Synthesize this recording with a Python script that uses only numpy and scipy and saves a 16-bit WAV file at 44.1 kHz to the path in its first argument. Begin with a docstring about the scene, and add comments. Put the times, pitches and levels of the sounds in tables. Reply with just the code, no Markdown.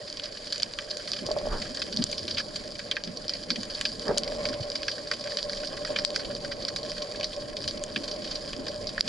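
"""Under water between two rocks, heard through the plastic housing of a diver's camera.
From the start, snapping shrimp crackle all around: their collapsing bubbles ring the housing, and moving
water makes it hum near 600 Hz. At 1.3 s and 4.1 s the diver pulls along the rock: the water surges and
the housing knocks, bumps and scrapes. A brief third pull follows at 5.9 s. At 6 s and 9 s the nearest
snaps land as sharp cracks that make the recorder's limiter duck."""
import sys
import numpy as np
from scipy import signal
from scipy.io import wavfile
from scipy.ndimage import uniform_filter1d, minimum_filter1d

SR = 44100
rng = np.random.default_rng(int(sys.argv[2]) if len(sys.argv) > 2 else 0)


def wrap_up_sound(samples):
    """Save the sound to the file named by the first command line argument, as 16-bit audio."""
    columns = np.atleast_2d(samples).T
    # keep every value between -1 and 1, then stretch to whole-number steps
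    tamed = np.clip(columns, -1, 1)
    steps = np.round(tamed * 32767).astype(np.int16)
    wavfile.write(sys.argv[1], SR, steps)


N = 400428

# foreground shrimp snaps, ahead of the layer trims:
# (time [s], echo scatter [ms], level [dB], knock offset [dB], fizz offset [dB], knock pitch [Hz])
SNAPS = [(0.1003, 0.45, -38, -18, -22.5, 2900), (0.1265, 0.9, -38, -12, -17, 2800),
         (0.171, 1, -36.5, -6, -22, 2900), (0.1964, 0.74, -37, -0.5, -21.0, 2790.0),
         (0.2555, 1, -38.5, -6, -20, 2900), (0.469, 1.5, -44.5, -2, -22, 2010),
         (0.5237, 1.9, -26.5, -10.5, -17, 2640), (0.5591, 0.7, -35, -9, -16, 3160.0),
         (0.58, 0.5, -39, -9, -9, 2530.0), (0.5985, 1.3, -34.5, -9, -20.0, 2700),
         (0.62, 4.8, -36, 1, -9, 3000), (0.6319, 0.062, -23, -16, -26, 2570),
         (0.7364, 0.45, -37.0, -9, -22, 3090.0), (0.7869, 1.2, -37, 6, -17, 2600),
         (0.9051, 3.8, -29.5, -15, -28.0, 2740.0), (0.97, 0.61, -36.5, -10, -9, 2820),
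         (1.0746, 1.7, -37, -3, -27, 2970), (1.1179, 0.3, -29, -18, -32, 3100.0),
         (1.1307, 3.3, -30.5, -4.0, -24, 3040.0), (1.188, 2, -39.5, -3, -24, 3100),
         (1.264, 0.81, -33, -14, -16, 2980.0), (1.3144, 1.1, -31, -16, -18, 3210.0),
         (1.6168, 3, -32.5, -7, -17, 2200), (1.745, 2.3, -37.0, -8, -12, 3160.0),
         (1.7718, 0.54, -36, -11, -23.0, 2690.0), (1.8179, 1.1, -29, -3, -20.0, 2880),
         (1.9252, 2.0, -32.5, -10, -28.0, 3280.0), (1.9635, 0.62, -34, -14, -13.0, 2780.0),
         (1.9718, 0.52, -26, -20, -29, 3110.0), (2.0215, 1.4, -30, -7, -31, 3240.0),
         (2.0399, 0.05, -27, -30, -7, 3160.0), (2.115, 0.6, -37, -16.0, -8, 3170.0),
         (2.126, 2.5, -32, -7.5, -24, 2680), (2.1801, 1, -30.5, -12, -27.0, 2970.0),
         (2.2796, 0.98, -34, -3, -33, 2900.0), (2.3098, 1.3, -30, -8.5, -28, 3230.0),
         (2.3443, 2.8, -36.0, -20, -24, 3450.0), (2.3695, 4.1, -33, 1, -23, 2960),
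         (2.3816, 1.4, -25.5, -7.5, -27.0, 2500), (2.3961, 3.2, -31, -2, -22.0, 2070.0),
         (2.5574, 2.6, -32.5, -12, -13.5, 2330.0), (2.7905, 2.5, -36, -2.5, -16, 2330),
         (2.9122, 1.8, -30.5, 4.5, -23, 3090), (2.96, 0.3, -41, -20, -22, 3100),
         (2.9665, 1.1, -38, 9, -23.0, 1970), (3.0375, 0.15, -34, -9, -19, 3210.0),
         (3.042, 4, -39, -16, -18, 3200), (3.1718, 0.84, -35, -23, -22, 3200.0),
         (3.2812, 0.4, -32, -27, -21, 3240.0), (3.2938, 1.3, -26, -13, -25, 3010.0),
         (3.3362, 0.83, -31.5, -17.0, -29, 3040.0), (3.5031, 1.2, -23.5, -8.5, -26, 2440),
         (3.5572, 2.5, -35.5, 0, -23.0, 2740), (3.6326, 0.34, -37, -11.0, -13, 2940.0),
         (3.6981, 6.9, -34, -9, -34, 2820.0), (3.7473, 4.2, -31.5, -14, -33, 3400.0),
         (3.8118, 0.33, -31, -0.5, -10.5, 2730), (3.8522, 1.6, -24, -3.5, -27, 2920),
         (3.8887, 2.3, -41, -14, -24, 2980.0), (3.9954, 0.1, -36.5, -32, -17, 2620.0),
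         (4.0805, 0.96, -32, -6, -28, 1650.0), (4.1742, 2.3, -25.5, -8.5, -18, 3200),
         (4.1821, 0.057, -28.5, -8.5, -3.5, 3120), (4.2346, 0.2, -31.5, -10, -24, 3140.0),
         (4.2765, 1.3, -34.5, -7, -28, 2400), (4.4538, 0.97, -28, -5, -28, 2400),
         (4.4874, 1.1, -32, -11, -23, 2200), (4.53, 1.7, -42, 0, -24, 1600),
         (4.7009, 0.22, -33, -18, -17, 2500.0), (4.7181, 0.4, -35.5, -11.0, -29.0, 2960.0),
         (4.753, 2.7, -27.5, -9.5, -24.0, 2790.0), (4.8317, 0.62, -35, -1, -35, 3220),
         (4.8818, 0.94, -28, -1.5, -32, 2150), (4.9139, 1.5, -35.5, -9, -21, 3130.0),
         (4.98, 2, -40.5, -2.5, -24, 1900), (5.0702, 4.3, -36, -30.0, -23.0, 2570.0),
         (5.1135, 1.4, -27.5, -1.5, -21.0, 1880), (5.135, 1.7, -33.5, -5, -17, 2670),
         (5.209, 2.4, -37.5, -14, -27, 2540), (5.2722, 1.4, -40, -0.5, -30, 2230),
         (5.3026, 5.4, -36, -11, -28, 2330.0), (5.3192, 1.1, -35.5, -6.5, -24, 2060.0),
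         (5.3708, 0.6, -27, -9.5, -23, 3000), (5.3864, 1.2, -32, -5.5, -30, 2690.0),
         (5.4288, 0.27, -31, -21, -21, 2520.0), (5.496, 0.6, -31.5, -11.5, -29, 1760.0),
         (5.5324, 0.59, -35.5, -7.5, -22, 2260.0), (5.6001, 2.7, -39, -8, -31, 2290.0),
         (5.632, 2.2, -40, -1, -24, 2000), (5.6473, 0.89, -36.5, -9, -21, 3010.0),
         (5.6718, 1.5, -33, -19.0, -28, 2590.0), (5.771, 2, -40, -2, -24, 2000),
         (5.8481, 2, -32.5, -5.5, -26, 1830), (5.874, 1.7, -39.5, -1.5, -13, 2000),
         (5.9602, 2, -34, 7.5, -23, 2830), (5.9864, 1.3, -27, -8.5, -28.0, 2000),
         (6.0493, 0.045, -12, -28, -16, 3090.0), (6.1043, 0.087, -36.5, -9, -18, 2680.0),
         (6.1605, 0.95, -26, -6, -15, 2170), (6.1937, 4.7, -34.5, -7.0, -26, 1950.0),
         (6.247, 2, -37.5, -3, -24, 2700), (6.3508, 0.2, -34, -26.0, -34.0, 2930.0),
         (6.4473, 0.83, -36, -3.5, -21.0, 1830.0), (6.512, 6.6, -35.5, -2.5, -23, 1900),
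         (6.6507, 0.23, -29.5, -14, -29, 3250.0), (6.6816, 2.8, -29, -11, -19.5, 1980),
         (6.7615, 0.81, -29, -10, -16, 2450), (6.9176, 0.4, -36.5, -9, -23.0, 2370.0),
         (7.0248, 0.29, -37, -25.0, -22, 2090.0), (7.2099, 0.6, -38.5, 1, -18, 2410.0),
         (7.2286, 3, -32.5, -3.5, -25, 3040.0), (7.2434, 0.65, -27, -16, -25, 2220),
         (7.331, 1.5, -38, -3, -26, 3100), (7.6401, 1.2, -38.5, -12, -27, 2120.0),
         (7.6771, 1.4, -27, -9, -18, 2960), (7.7102, 0.25, -35.5, -14.0, -22.0, 2360.0),
         (7.8382, 0.086, -41.5, 0, 3, 3120.0), (7.9601, 1.5, -35.5, 9, -30, 2750),
         (8.038, 1.3, -43, -15, -17, 3100), (8.0768, 5.8, -33, -13, -19, 3150.0),
         (8.113, 0.7, -33.5, -25.0, -24, 2590.0), (8.2435, 2.3, -39.5, -2, -22, 2680),
         (8.274, 1.5, -40, -2, -24, 3100), (8.3089, 6.4, -31.5, -9.5, -22.0, 3200.0),
         (8.3524, 5.9, -32.5, -14, -25.0, 3120.0), (8.5315, 0.71, -38.5, 1, -20, 3100.0),
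         (8.667, 1.5, -38.5, -3, -24, 3100), (8.6819, 1.7, -33, -11, -27, 1900.0),
         (8.8708, 1, -31, -27, -34, 2950.0), (8.979, 1.2, -39.5, 10.5, -27, 1630.0),
         (9.0086, 0.038, -11.5, -41, -19, 3010.0), (9.0765, 2.4, -26.5, -4, -25, 3230)]
# housing modes that a snap rings: (pitch [Hz], width [Hz], level [dB], right channel gain [signed ratio])
SNAP_MODES = [(1108, 105, 2.5, 0.52), (1625, 125, 5.5, 1), (1910, 96, -0.5, 0.93), (2360, 160, -4, 1),
              (3040, 290, 1, 0.96), (4120, 2800, -5, 0.99), (3901, 2370, -3, 0.72), (4741, 346, 7.5, 0.88),
              (5750, 980, -13, 0.94), (6201, 1640, -15.5, 0.78), (7400, 710, -11, 0.2),
              (8250, 990, -22.5, -0.35), (9040, 510, -23, 0.56), (9820, 370, -26, 0.26),
              (10750, 390, -30.5, 0.34)]
# fader ride on the far colony: (time [s], gain [dB])
COLONY_RIDE = [(0, -1.5), (1.2, 1.5), (2.4, 2.5), (3.05, -3), (3.7, 4), (4.4, 0.5), (5.8, 1.5), (7.2, 1),
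               (9.08, 1)]
# low housing modes that water and knocks ring: (pitch [Hz], width [Hz], level [dB])
HUM_MODES = [(453, 82, -12), (578.2, 28.2, 2), (605.1, 20.7, 3), (766, 48, -17.5), (1071, 57, -14.5)]
# light knocks on the housing: (time [s], relative level [dB])
KNOCKS = [(1.288, -22), (1.308, -22.5), (1.3125, -22.5), (1.3645, -18.5), (1.373, -25), (1.398, -31),
          (1.413, -29), (1.455, -25), (1.47, -21), (4.091, -29), (4.11, -26), (4.167, -25), (4.283, -29),
          (4.32, -27), (4.352, -29), (4.385, -29), (4.597, -29)]
# soft bumps on the housing: (peak time [s], pitch [Hz], length [s], relative level [dB])
BUMPS = [(1.236, 235, 0.015, -38), (1.528, 23.5, 0.057, -33), (1.712, 234, .013, -40.5),
         (1.96, 190, 0.032, -42), (2.007, 207, 0.023, -27.5), (2.045, 120, 0.025, -42),
         (3.097, 188, 0.04, -40), (3.518, 227, 0.023, -36), (3.589, 215, 0.015, -35),
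         (4.106, 447, 0.025, -26.5), (4.098, 182, 0.015, -36), (4.504, 240, 0.017, -37.5),
         (4.61, 107, .011, -33), (7.665, 103, 0.015, -39.5), (7.971, 235, 0.012, -34.5),
         (8.615, 272, 0.045, -41)]
# the housing brushes the rock: (peak time [s], length [s], level [dB])
SCRAPES = [(1.543, 0.043, -33.5), (4.099, 0.028, -31.5)]
# the diver pulls forward and the water surges: (start [s], hold [s], hum rise [dB])
PULLS = [(1.258, 0.27, 10.3), (4.066, 0.4, 6), (5.905, 0.044, 5)]
# slow ride of the passing water: (time [s], relative wash level [dB], relative hum level [dB])
FLOW_RIDE = [(0, -51, -48), (1.1, -50.5, -52.5), (1.8, -45.5, -50.5), (2.349, -44.5, -45),
             (2.85, -50, -49.5), (3.7, -46.5, -46), (4.5, -46, -41), (4.95, -48.5, -41), (5.3, -49, -40),
             (6.4, -42, -42), (7.0, -47.5, -39.5), (7.6, -44.5, -43.5), (9.08, -44, -42.5)]
# tone of the deep wash: (frequency [Hz], relative density [dB])
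WASH_SPECTRUM = [(15.7, -4), (30, 4.5), (55, -11.5), (105, -3), (160, -6.5), (215, -1), (295, -1),
                 (365, -12.5), (480, -2.5), (640, -17.5), (800, -18)]
# tone of the midrange swish: (frequency [Hz], relative density [dB])
SWISH_SPECTRUM = [(450, 38), (750, -10), (930, -9), (1100, 9), (1400, 5), (2200, 9.5)]
# stereo image of the water: (frequency [Hz], left-right correlation [0-1])
WATER_CORRELATION = [(30, 1), (100, 0.9), (220, 0.92), (360, 0.056), (500, 0.82), (620, 0.19), (900, 0.067),
                     (1500, 0.053)]

LAYER_EDGES_HZ = [3900, 6200]   # split the snap modes into low knock, main ring and top fizz


def near_shrimp(knock_trim_db, ring_trim_db, fizz_trim_db, correlation):
    """Each snap rings the housing with its own balance of low knock, main ring and top fizz."""
    out = np.zeros((2, N + SR))
    mode_hz = np.array(SNAP_MODES)[:, 0]
    layer = np.digitize(mode_hz, LAYER_EDGES_HZ)
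    for s, scatter_ms, db, knock_db, fizz_db, pitch_hz in np.vstack([SNAPS, weak_snaps()]):
        pressure = bubble_collapse(scatter_ms, direct=0.5, build=0.4, tail=0.47, tail_ms=15.8, clump_db=3)
        rings = housing_rings(stereo(*pressure, correlation), detune_share=0.029)
        # the knock favours the modes near its pitch; every snap meets the modes a little differently
        octaves_off = np.log2(mode_hz / pitch_hz)
        weight = np.where(layer == 0, 0.37 + np.exp(-.5 * (octaves_off / 0.26) ** 2), 1)
        weight *= from_db(rng.normal(size=len(mode_hz)))
        rings *= weight[:, None, None]
        knock, ring, fizz = [rings[layer == k].sum(axis=0) for k in range(3)]
        knock = low_pass(dry_knock(knock, pitch_hz, scatter_ms, correlation), 2.3 * pitch_hz, order=3)
        treble_hz = 5830 * (1 + 0.033 / max(scatter_ms, .2))   # direct snaps keep their treble
        ring = low_pass(ring, treble_hz, order=4)
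        parts = [(knock, knock_db + knock_trim_db), (ring, ring_trim_db), (fizz, fizz_db + fizz_trim_db)]
        start = int(s * SR)
        for part, part_db in parts:
            rms = np.sqrt(np.sum(part ** 2) / (2 * .01 * SR))   # as if all its energy fell in 10 ms
            out[:, start:start + part.shape[1]] += from_db(db + part_db) * part / rms
    return out[:, :N]


def weak_snaps(per_s=7.6):
    """Random snaps in the middle distance, spread about one typical snap; rows as in SNAPS."""
    count = int(per_s * N / SR)
    chance = rng.normal(size=(200, 5))[:count]
    times = rng.random(200)[:count] * N / SR
    scatter_ms = 1.9 * 2 ** (0.45 * chance[:, 0])
    levels_db = np.array([-39.5, -9, -23]) + 2.5 * chance[:, 2:]
    pitch_hz = 2800 * 2 ** (0.08 * chance[:, 1])
    return np.column_stack([times, scatter_ms, levels_db, pitch_hz])


def bubble_collapse(scatter_ms, direct, build, tail, tail_ms, clump_db, count=2600):
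    """One pressure spike, then dense echoes off the rock and a faint longer tail, as mid and side."""
    ms = np.arange(count) * 1000 / SR
    early = np.exp(-ms / max(1.6 * scatter_ms - .25, .1))
    late = tail * min(scatter_ms / 2, 1) * np.exp(-ms / tail_ms)
    echoes = rng.standard_normal((2, count)) * (early + late)
    echoes *= 1 - np.exp(-(ms + ms[1]) / (build * scatter_ms))   # echoes take a moment to build
    clumps = np.interp(ms / 1.46, np.arange(count), rng.uniform(-1.7, 1.7, count))   # one per rock face
    echoes *= from_db(clump_db * clumps)
    echoes /= np.sqrt(np.sum(echoes ** 2, axis=1, keepdims=True))
    echoes[0, 0] += direct / max(scatter_ms, .3)   # near snaps are mostly spike
    return echoes


def dry_knock(rings, pitch_hz, scatter_ms, correlation, crack_width_hz=2100, crack_db=-5.5):
    """The lower snap modes ring over a broad crack of rock echoes, and both stop short."""
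    echoes = bubble_collapse(scatter_ms, direct=0, build=0.63, tail=0.6, tail_ms=16, clump_db=2)
    crack = from_db(crack_db) * resonate_twice(stereo(*echoes, correlation), 0.9 * pitch_hz, crack_width_hz)
    ms = np.arange(rings.shape[1]) * 1000 / SR
    hold_ms = 12 + 2.8 * scatter_ms
    return (rings + crack) / (1 + (ms / hold_ms) ** 3)


def housing_rings(pressure, detune_share):
    """Every snap mode rings, its pitch a little different from snap to snap."""
    return np.array([housing_mode(pressure, k, 1 + detune_share * rng.uniform(-1.2, 1))
                     for k in range(len(SNAP_MODES))])


def housing_mode(pressure, k, detune=1):
    """One snap mode rings in stereo; the top modes reach the two microphone ports unequally."""
    hz, width, db, right = SNAP_MODES[k]
    return (-1) ** k * from_db(db) * resonate(pressure, hz * detune, width) * np.array([[1], [right]])


def far_shrimp(per_s, spread_db, smear_s, tilt_db_per_octave, correlation, colour_db, cluster_db, detune=1):
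    """A colony snaps in loose clusters; distance smears each snap into a burst of its own colour."""
    onsets = np.flatnonzero(rng.random(N) < per_s * from_db(cluster_db * drift(5)) / SR)
    colours = rng.normal(size=(20000, 3))[np.arange(len(onsets)) % 20000]
    size_db = spread_db * np.minimum(rng.exponential(1, N), 3)[onsets]
    noise = stereo(*rng.standard_normal((2, N)), correlation)
    bursts = []
    for colour in colours.T:   # knock, ring and fizz each get their own strength
        power = np.zeros(N)
        power[onsets] = from_db(size_db + colour_db * np.clip(colour, -2, 2)) ** 2
        smeared = signal.lfilter([1], [1, -np.exp(-2 / (smear_s * SR))], power + 1e-18)
        bursts.append(noise * np.sqrt(smeared))
    rings = 0
    for k, (hz, *_) in enumerate(SNAP_MODES):
        tilt = from_db(tilt_db_per_octave * np.log2(hz / SNAP_MODES[0][0]))
        rings += tilt * housing_mode(bursts[np.digitize(hz, LAYER_EDGES_HZ)], k, detune)
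    return rms_one(rings)


def reef_fizz(low_cut_hz, correlation, flicker_db):
    """The farthest snaps blend into a fine, flickering top fizz."""
    low_cut = signal.butter(4, low_cut_hz, "high", fs=SR, output="sos")
    hiss = signal.sosfilt(low_cut, rng.standard_normal((2, N)))
    return rms_one(stereo(*hiss, correlation) * from_db(flicker_db * drift(60)))


def housing_hum(side_db, swell_db, swell_hz):
    """Turbulence keeps the hum modes ringing in irregular swells, almost mono."""
    mid, side = hum_modes(rng.standard_normal((2, N)) * from_db(swell_db * drift(swell_hz)))
    return rms_one(mid + from_db(side_db) * side * np.array([[1], [-1]]))


def hum_modes(push, sign=-1, width_scale=1):
    """The housing's low ringing: modes alternate in polarity, or start in step with sign=1."""
    rings = sum(sign ** k * from_db(db) * resonate(push, hz, width * width_scale)
                for k, (hz, width, db) in enumerate(HUM_MODES))
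    return signal.sosfilt(signal.butter(2, [330, 1300], "band", fs=SR, output="sos"), rings)


def housing_knocks(trim_db, contact_hz):
    """Each knock is one soft push on the hum modes: a quick attack, then a dying ring."""
    hits = np.zeros(N)
    for s, db in KNOCKS:
        hits[int(s * SR)] = from_db(db + trim_db)
    contact = low_pass(signal.unit_impulse(SR // 5), contact_hz)
    ring = hum_modes(contact, sign=1, width_scale=0.9)
    return signal.fftconvolve(hits, ring / np.abs(ring).max())[:N]


def housing_bumps(trim_db, width_share, side_share):
    """Soft contacts swell and fade as dull thuds of narrow-band noise."""
    out = np.zeros((2, N))
    for s, hz, length, db in BUMPS:
        span = np.arange(max(int((s - 4 * length) * SR), 0), min(int((s + 4 * length) * SR), N))
        shape = swell(span / SR, s, length)
        thud = resonate_twice(rng.standard_normal((2, SR)), hz, width_share * hz)[:, -len(span):] * shape
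        thud *= np.sqrt(np.sum(shape ** 2) / np.sum(thud ** 2, axis=1, keepdims=True))
        correlation = 1 - side_share * min(hz / 200, 1)   # deep bumps reach both sides alike
        out[:, span] += from_db(db + trim_db) * stereo(*thud, correlation)
    return out


def rock_scrapes(t, hiss_hz, body_hz, body_db, ring_db, correlation):
    """Weed and rock brush the housing: hiss over a fuller body that rings the two lowest snap modes."""
    hiss, body = rng.standard_normal((2, 2, N))
    scrape = low_pass(hiss, hiss_hz, order=5) + from_db(body_db) * low_pass(body, body_hz)
    scrape += from_db(ring_db) * (housing_mode(body, 0) + housing_mode(body, 1))
    envelope = sum(from_db(db) * swell(t, s, length) for s, length, db in SCRAPES)
    return envelope * rms_one(stereo(*scrape, correlation))


def pull_surge_db(t, attack_s, release_s):
    """Each pull speeds the water up, holds and lets it settle."""
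    return sum(db * np.interp(t, [s - attack_s, s, s + hold, s + hold + release_s], [0, 1, 1, 0])
               for s, hold, db in PULLS)


def turbulence(spectrum, patchy_db):
    """The bed of moving water: half-octave bands of noise, each surging on its own."""
    out = 0
    white = rng.standard_normal((2, 2, N))
    for k, low in enumerate(2 ** np.arange(np.log2(spectrum[0][0]), np.log2(spectrum[-1][0]), .5)):
        centre_hz = low * 2 ** .25
        band_pass = signal.butter(2, [low, low * np.sqrt(2)], "band", fs=SR, output="sos")
        band = stereo(*signal.sosfilt(band_pass, white[k % 2]), at_hz(WATER_CORRELATION, centre_hz))
        out += from_db(at_hz(spectrum, centre_hz) + patchy_db * drift(10.8)) * band
    return rms_one(out)


def delay_right(pair, ms):
    """The sound reaches the right port slightly later."""
    samples = np.arange(N)
    return np.array([pair[0], np.interp(samples - ms * SR / 1000, samples, pair[1])])


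def swell(t, peak_s, length_s):
    """An envelope that grows and fades evenly about its peak."""
    return 1 / np.cosh(np.clip(1.67 * (t - peak_s) / length_s, -30, 30))


def drift(corner_hz, step=40):
    """Smooth random modulation with rms near 1."""
    pole = np.exp(-2 * np.pi * corner_hz * step / SR)
    slow = signal.lfilter([1], [1, -2 * pole, pole * pole], rng.standard_normal(N // step + 2002))[2000:]
    return np.interp(np.arange(N) / step, np.arange(len(slow)), rms_one(slow))


def resonate(x, hz, width_hz):
    """A resonance with gain 1 at its peak."""
    r = np.exp(-np.pi * width_hz / SR)
    feedback = [1, -2 * r * np.cos(2 * np.pi * hz / SR), r * r]
    return signal.lfilter(np.array([1, 0, -1]) * (1 - r * r) / 2, feedback, x + 1e-18)


def resonate_twice(x, hz, width_hz):
    """Two resonances in series, for steeper skirts."""
    return resonate(resonate(x, hz, width_hz), hz, width_hz)


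def low_pass(x, hz, order=2):
    """Roll off the treble."""
    return signal.sosfilt(signal.butter(order, min(hz, .45 * SR), fs=SR, output="sos"), x)


def stereo(mid, side, correlation):
    """Two unrelated signals to a pair with the given correlation."""
    left_right = np.array([[1], [-1]])
    return (np.sqrt(1 + correlation) * mid + np.sqrt(1 - correlation) * side * left_right) / np.sqrt(2)


def at_hz(curve, hz):
    """Read a curve on a log-frequency axis."""
    frequencies, values = np.transpose(curve)
    return np.interp(np.log(hz), np.log(frequencies), values)


def from_db(db):
    """Decibels to gain."""
    return 10 ** (np.asarray(db) / 20)


def rms_one(x):
    """Scale to rms 1."""
    return x / np.sqrt(np.mean(x ** 2) + 1e-20)


def limiter(x, ceiling_db, release_db_per_s):
    """The gain drops at once on a peak and climbs back steadily."""
    over_db = np.maximum(20 * np.log10(np.abs(x).max(axis=0) + 1e-9) - ceiling_db, 0)
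    ramp_db = release_db_per_s * np.arange(N) / SR
    cut_db = np.maximum.accumulate(over_db + ramp_db) - ramp_db
    return x * from_db(uniform_filter1d(minimum_filter1d(-cut_db, size=25), size=25))


def scene():
    """Shrimp over a bed of water and housing noise, all leaning a little to the right."""
    t = np.arange(N) / SR
    flow_s, *rides = np.transpose(FLOW_RIDE)
    wash_db, hum_db = [np.interp(t, flow_s, ride) + 2 for ride in rides]
    surge_db = pull_surge_db(t, attack_s=0.026, release_s=0.23)
    wash = from_db(wash_db + 0.5 * surge_db) * turbulence(WASH_SPECTRUM, patchy_db=2.5)
    hum = from_db(hum_db + surge_db) * housing_hum(side_db=-26, swell_db=2.5, swell_hz=20.7)
    knocks = housing_knocks(trim_db=1.5, contact_hz=1050)
    swish = from_db(-48.5 + 0.3 * surge_db) * turbulence(SWISH_SPECTRUM, patchy_db=3.5)
    bumps = housing_bumps(trim_db=2, width_share=0.46, side_share=0.19)
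    scrapes = rock_scrapes(t, hiss_hz=1500, body_hz=448, body_db=1, ring_db=-9, correlation=0.79)
    bed = wash + delay_right(hum + knocks, ms=0.18) + swish + bumps + scrapes

    pops = far_shrimp(per_s=32, spread_db=1.5, smear_s=0.013, tilt_db_per_octave=1.5,
                      correlation=0.75, colour_db=5.5, cluster_db=3.5)
    ticks = far_shrimp(per_s=190, spread_db=3, smear_s=0.0008, tilt_db_per_octave=3.5,
                       correlation=0.92, colour_db=4, cluster_db=5, detune=1.035)
    sizzle = far_shrimp(per_s=1700, spread_db=-8, smear_s=0.012, tilt_db_per_octave=8.5,
                        correlation=0.66, colour_db=7.5, cluster_db=3, detune=0.99)
    fizz = reef_fizz(low_cut_hz=7400, correlation=0.46, flicker_db=3)
    colony = from_db(-51) * pops + from_db(-48.3) * ticks + from_db(-46.7) * sizzle + from_db(-62.3) * fizz
    shrimp = colony * from_db(np.interp(t, *np.transpose(COLONY_RIDE)))
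    shrimp += near_shrimp(knock_trim_db=2, ring_trim_db=1.43, fizz_trim_db=6.5, correlation=0.81)
    shrimp -= 0.77 * resonate(shrimp, hz=2790, width_hz=246)   # a dead band between two housing modes
    return bed * from_db([[-.55], [.55]]) + shrimp * from_db([[-1.05], [1.05]])


def record(dry):
    """The limiter catches the nearest snaps; a steep filter cuts the top at 11050 Hz."""
    held = limiter(dry, ceiling_db=-4.5, release_db_per_s=227)
    return signal.sosfilt(signal.ellip(10, .2, 70, 11050, fs=SR, output="sos"), held)


dry = scene()
out = record(dry)
wrap_up_sound(out)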